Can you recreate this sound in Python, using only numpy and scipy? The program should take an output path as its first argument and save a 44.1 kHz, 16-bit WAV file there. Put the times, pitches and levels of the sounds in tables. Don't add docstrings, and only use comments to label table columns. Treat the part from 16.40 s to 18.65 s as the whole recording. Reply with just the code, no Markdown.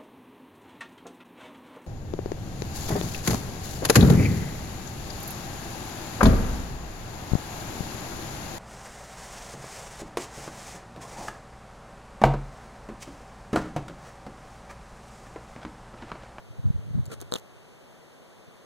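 import sys
import numpy as np
from scipy import signal
from scipy.fft import rfft, irfft
from scipy.io import wavfile
from scipy.ndimage import uniform_filter1d

SR = 44100
rng = np.random.default_rng(int(sys.argv[2]) if len(sys.argv) > 2 else 0)


def store_wav(level_fs):
    pcm = np.round(np.clip(np.atleast_2d(level_fs), -1, 1) * 32767)
    wavfile.write(sys.argv[1], SR, pcm.T.astype(np.int16))


N = 99225
TIME_S = np.arange(N) / SR
BIN_HZ = np.maximum(np.arange(N // 2 + 1) * SR / N, 1)


def from_db(db):
    return 10 ** (np.asarray(db) / 20)


def at_bins(points):
    hz, value = np.transpose(points)
    return np.interp(np.log(BIN_HZ), np.log(hz), value)


def pan(db):
    return from_db(np.array([[db], [-db]]) / 2)


def delayed(x, delay_s):
    size = x.shape[-1]
    hz = np.arange(size // 2 + 1) * SR / size
    return irfft(rfft(x) * np.exp(-2j * np.pi * hz * delay_s), size)


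def filtered(x, hz, kind):
    return signal.sosfilt(signal.butter(2, hz, kind, fs=SR, output="sos"), x)


def mode(x, hz, t60_s):
    r, w = np.exp(-np.log(1000) / (t60_s * SR)), 2 * np.pi * hz / SR
    return signal.lfilter([1, -r * np.cos(w)], [1, -2 * r * np.cos(w), r * r], x)


def widen(ports, share=0.77, delay_s=0.000388):
    return ports - share * delayed(ports[::-1], delay_s)


def widened_power(ports):
    return np.mean(widen(ports) ** 2) + 1e-20


def noise(spectrum, correlation=0):
    mid, side = rfft(rng.standard_normal((2, N)))
    white = np.sqrt(1 + correlation) * mid + np.sqrt(1 - correlation) * side * [[1], [-1]]
    ports = irfft(from_db(at_bins(spectrum)) * white, N)
    return ports / np.sqrt(widened_power(ports))


def air(level_db=-52.5, pan_db=2.9):
    # f/Hz, relative density/dB
    spectrum = [(20, -14), (45, -9), (90, -1), (170, 3), (300, -0.5), (520, 0), (800, -5.5), (1200, -9.5),
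                (1900, -13), (3200, -16), (4500, -21), (8000, -24), (14500, -33), (16000, -42)]
    # f/Hz, correlation of the ports
    correlation = [(150, 0.65), (400, 0.76), (700, 0.1), (1400, -0.053), (2500, -0.31), (4000, 0.11)]
    return from_db(level_db) * pan(pan_db) * noise(spectrum, at_bins(correlation))


def eddies(spectrum, correlation, window_samples):
    ports = noise(spectrum, correlation)
    running_power = uniform_filter1d(np.mean(widen(ports) ** 2, axis=0), size=window_samples)
    return ports / np.sqrt(running_power + 1e-6)


def wind():
    # t/s, rumble/dB, flutter/dB
    breeze = [(0, -53, -76), (.21, -49, -66), (.33, -45, -49), (.43, -40.5, -50), (.6, -34.5, -46),
              (0.741, -46.5, -45), (.8, -42, -60), (.97, -55.5, -63), (1.3, -65, -77), (2.25, -72, -74)]
    puffs = [(0.109, 0.0067, -37, -50.5), (0.193, 0.009, -30.5, -37), (0.266, 0.014, -18, -24),
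             (0.306, 0.0034, -15.5, -22.5), (.357, 0.0077, -21.5, -35), (.39, .008, -31, -48),
             (0.477, 0.019, -42, -38.5), (0.512, 0.0061, -28.5, -37), (0.554, 0.0099, -22, -28.5),
             (0.579, 0.0071, -28, -21.5), (0.598, 0.0097, -23, -28.5), (0.629, 0.0041, -31, -38),
             (.682, .009, -33.5, -51), (1.127, .006, -53, -65), (1.17, 0.0067, -52, -58),
             (2.084, .006, -63, -46)]
    # f/Hz, relative density/dB
    rumble_spectrum = [(20, -19), (40, -18), (65, -6.5), (100, 5.5), (135, -5.5), (200, -27), (400, -47),
                       (2000, -100)]
    flutter_spectrum = [(60, -33.5), (110, 1.5), (160, 1.5), (210, -8), (280, -15.5), (400, -37),
                        (700, -55), (2000, -88)]
    times_s, *levels_db = np.transpose(breeze)
    power = from_db([np.interp(TIME_S, times_s, db) for db in levels_db]) ** 2
    for peak_s, width_s, rumble_db, flutter_db in puffs:
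        swell = np.exp(-((TIME_S - peak_s) / width_s) ** 2)
        power += from_db([[rumble_db], [flutter_db]]) ** 2 * swell
    rumble_gain, flutter_gain = np.sqrt(power)
    rumble = eddies(rumble_spectrum, correlation=-0.59, window_samples=700)
    flutter = eddies(flutter_spectrum, correlation=0, window_samples=500)
    return rumble_gain * rumble + flutter_gain * flutter


def knock(tap, right_lag_s=0.0007):
    # f/Hz, relative level/dB, t60/s
    modes = [(172, 15.5, 0.011), (472, 12, 0.018), (860, -18, .006), (1320, -22, 0.011)]
    soft_tap = signal.lfilter([1], [1, -0.75], tap)
    body = sum(from_db(db) * mode(soft_tap, hz, t60_s) for hz, db, t60_s in modes)
    body = filtered(body, 1270, "low")
    return np.array([body, delayed(body, right_lag_s)])


def ring(contact, hz, t60_s):
    return filtered(mode(mode(contact, hz, t60_s), hz, t60_s / 2), 2500, "high")


def clicks(size=2048):
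    # t/s, knock/dB, ring/dB, ring f/Hz, overtone/dB, crack/dB, pan/dB
    contacts = [(.6560, -73, -57, 4400, -55, -51, 5), (.6630, -61, -66, 3900, -49, -59, 5),
                (0.803, -51, -63, 3850, -65, -51, 0), (0.8137, -46, -55, 3970, -52, -42.5, -10.5),
                (0.9163, -72, -59, 4100, -48, -54, 0), (.9220, -23.5, -31.5, 4000, -39.5, -46, 1),
                (.9300, -35, -56, 3920, -63, -69, -7.5), (0.9381, -26, -28.5, 3714, -26.5, -34.5, -1),
                (0.9493, -46, -41, 3630, -57, -60, -16), (0.955, -28.5, -35.5, 3700, -67, -62, -3),
                (0.9588, -60, -37, 3230, -63, -45.5, -8), (0.9597, -40.5, -45, 3170, -71, -51, -8),
                (.9629, -36, -40.5, 2900, -64, -46, -5.5), (0.9841, -62, -72, 3600, -69, -50, 1),
                (0.997, -68, -76, 3720, -61, -54, 0)]
    contact_decay_s, crack_decay_s = 0.00056, 0.00051
    bright_delay_s, right_lag_s = 0.00027, 0.000278
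    level_window_s = 0.004
    out, t = np.zeros((2, N + size)), np.arange(size) / SR
    tap = signal.unit_impulse(size)
    dull = knock(tap)
    for start_s, knock_db, ring_db, ring_hz, overtone_db, crack_db, pan_db in contacts:
        grit, burst = rng.standard_normal((2, 2, size))
        contact = tap + 0.36 * grit * np.exp(-t / contact_decay_s)
        tone = ring(contact, ring_hz, t60_s=0.0039)
        overtone = ring(contact, 1.93 * ring_hz, t60_s=0.0022)
        crack = filtered(burst * np.exp(-t / crack_decay_s), 4500, "high")
        crack = filtered(crack, 12400, "low")
        parts = [(knock_db, dull)]
        for db, (left, right) in (ring_db, tone), (overtone_db, overtone), (crack_db, crack):
            ports = [delayed(left, bright_delay_s), delayed(right, bright_delay_s + right_lag_s)]
            parts.append((db, np.array(ports)))
        click = sum(from_db(db) * part * np.sqrt(level_window_s * SR / size / widened_power(part))
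                    for db, part in parts)
        start = int(start_s * SR)
        out[:, start:start + size] += pan(pan_db) * click
    return out[:, :N]


def brushes(attack_s=0.0022, release_s=0.0033, grain_db=1, grain_s=0.00091):
    # t/s, length/s, body/dB, hiss/dB
    strokes = [(0.699, 0.013, -45.5, -56.5), (0.715, 0.026, -40.5, -45), (0.746, 0.0051, -49, -56),
               (0.802, 0.0098, -53, -52), (.819, 0.0063, -40.5, -49), (0.93, 0.037, -41.5, -48),
               (0.971, 0.019, -79, -52)]
    # f/Hz, relative density/dB
    body_spectrum = [(100, -7), (300, 7), (520, 7.5), (800, -11.5), (1400, -0.5), (2200, -27), (4000, -38),
                     (14000, -65)]
    hiss_spectrum = [(100, -20), (1400, 1), (2500, 4.5), (4000, 2.5), (5500, 0), (8000, 3.5), (14000, -9.5)]
    body_gain, hiss_gain = np.zeros((2, N))
    for start_s, length_s, body_db, hiss_db in strokes:
        rise = np.clip((TIME_S - start_s) / attack_s + 0.5, 0, 1)
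        fall = np.exp(-np.maximum(TIME_S - start_s - length_s, 0) / release_s)
        body_gain += from_db(body_db) * rise * fall
        hiss_gain += from_db(hiss_db) * rise * fall
    grain = from_db(grain_db * np.interp(TIME_S / grain_s, np.arange(N), rng.standard_normal(N)))
    grain /= np.sqrt(np.mean(grain ** 2))
    return grain * (body_gain * noise(body_spectrum) + hiss_gain * noise(hiss_spectrum))


def scene():
    return air() + wind() + brushes() + clicks()


def record(dry):
    stop_db, stop_hz = 60, 16500
    return signal.sosfilt(signal.cheby2(16, stop_db, stop_hz, fs=SR, output="sos"), widen(dry))


dry = scene()
out = record(dry)
store_wav(out)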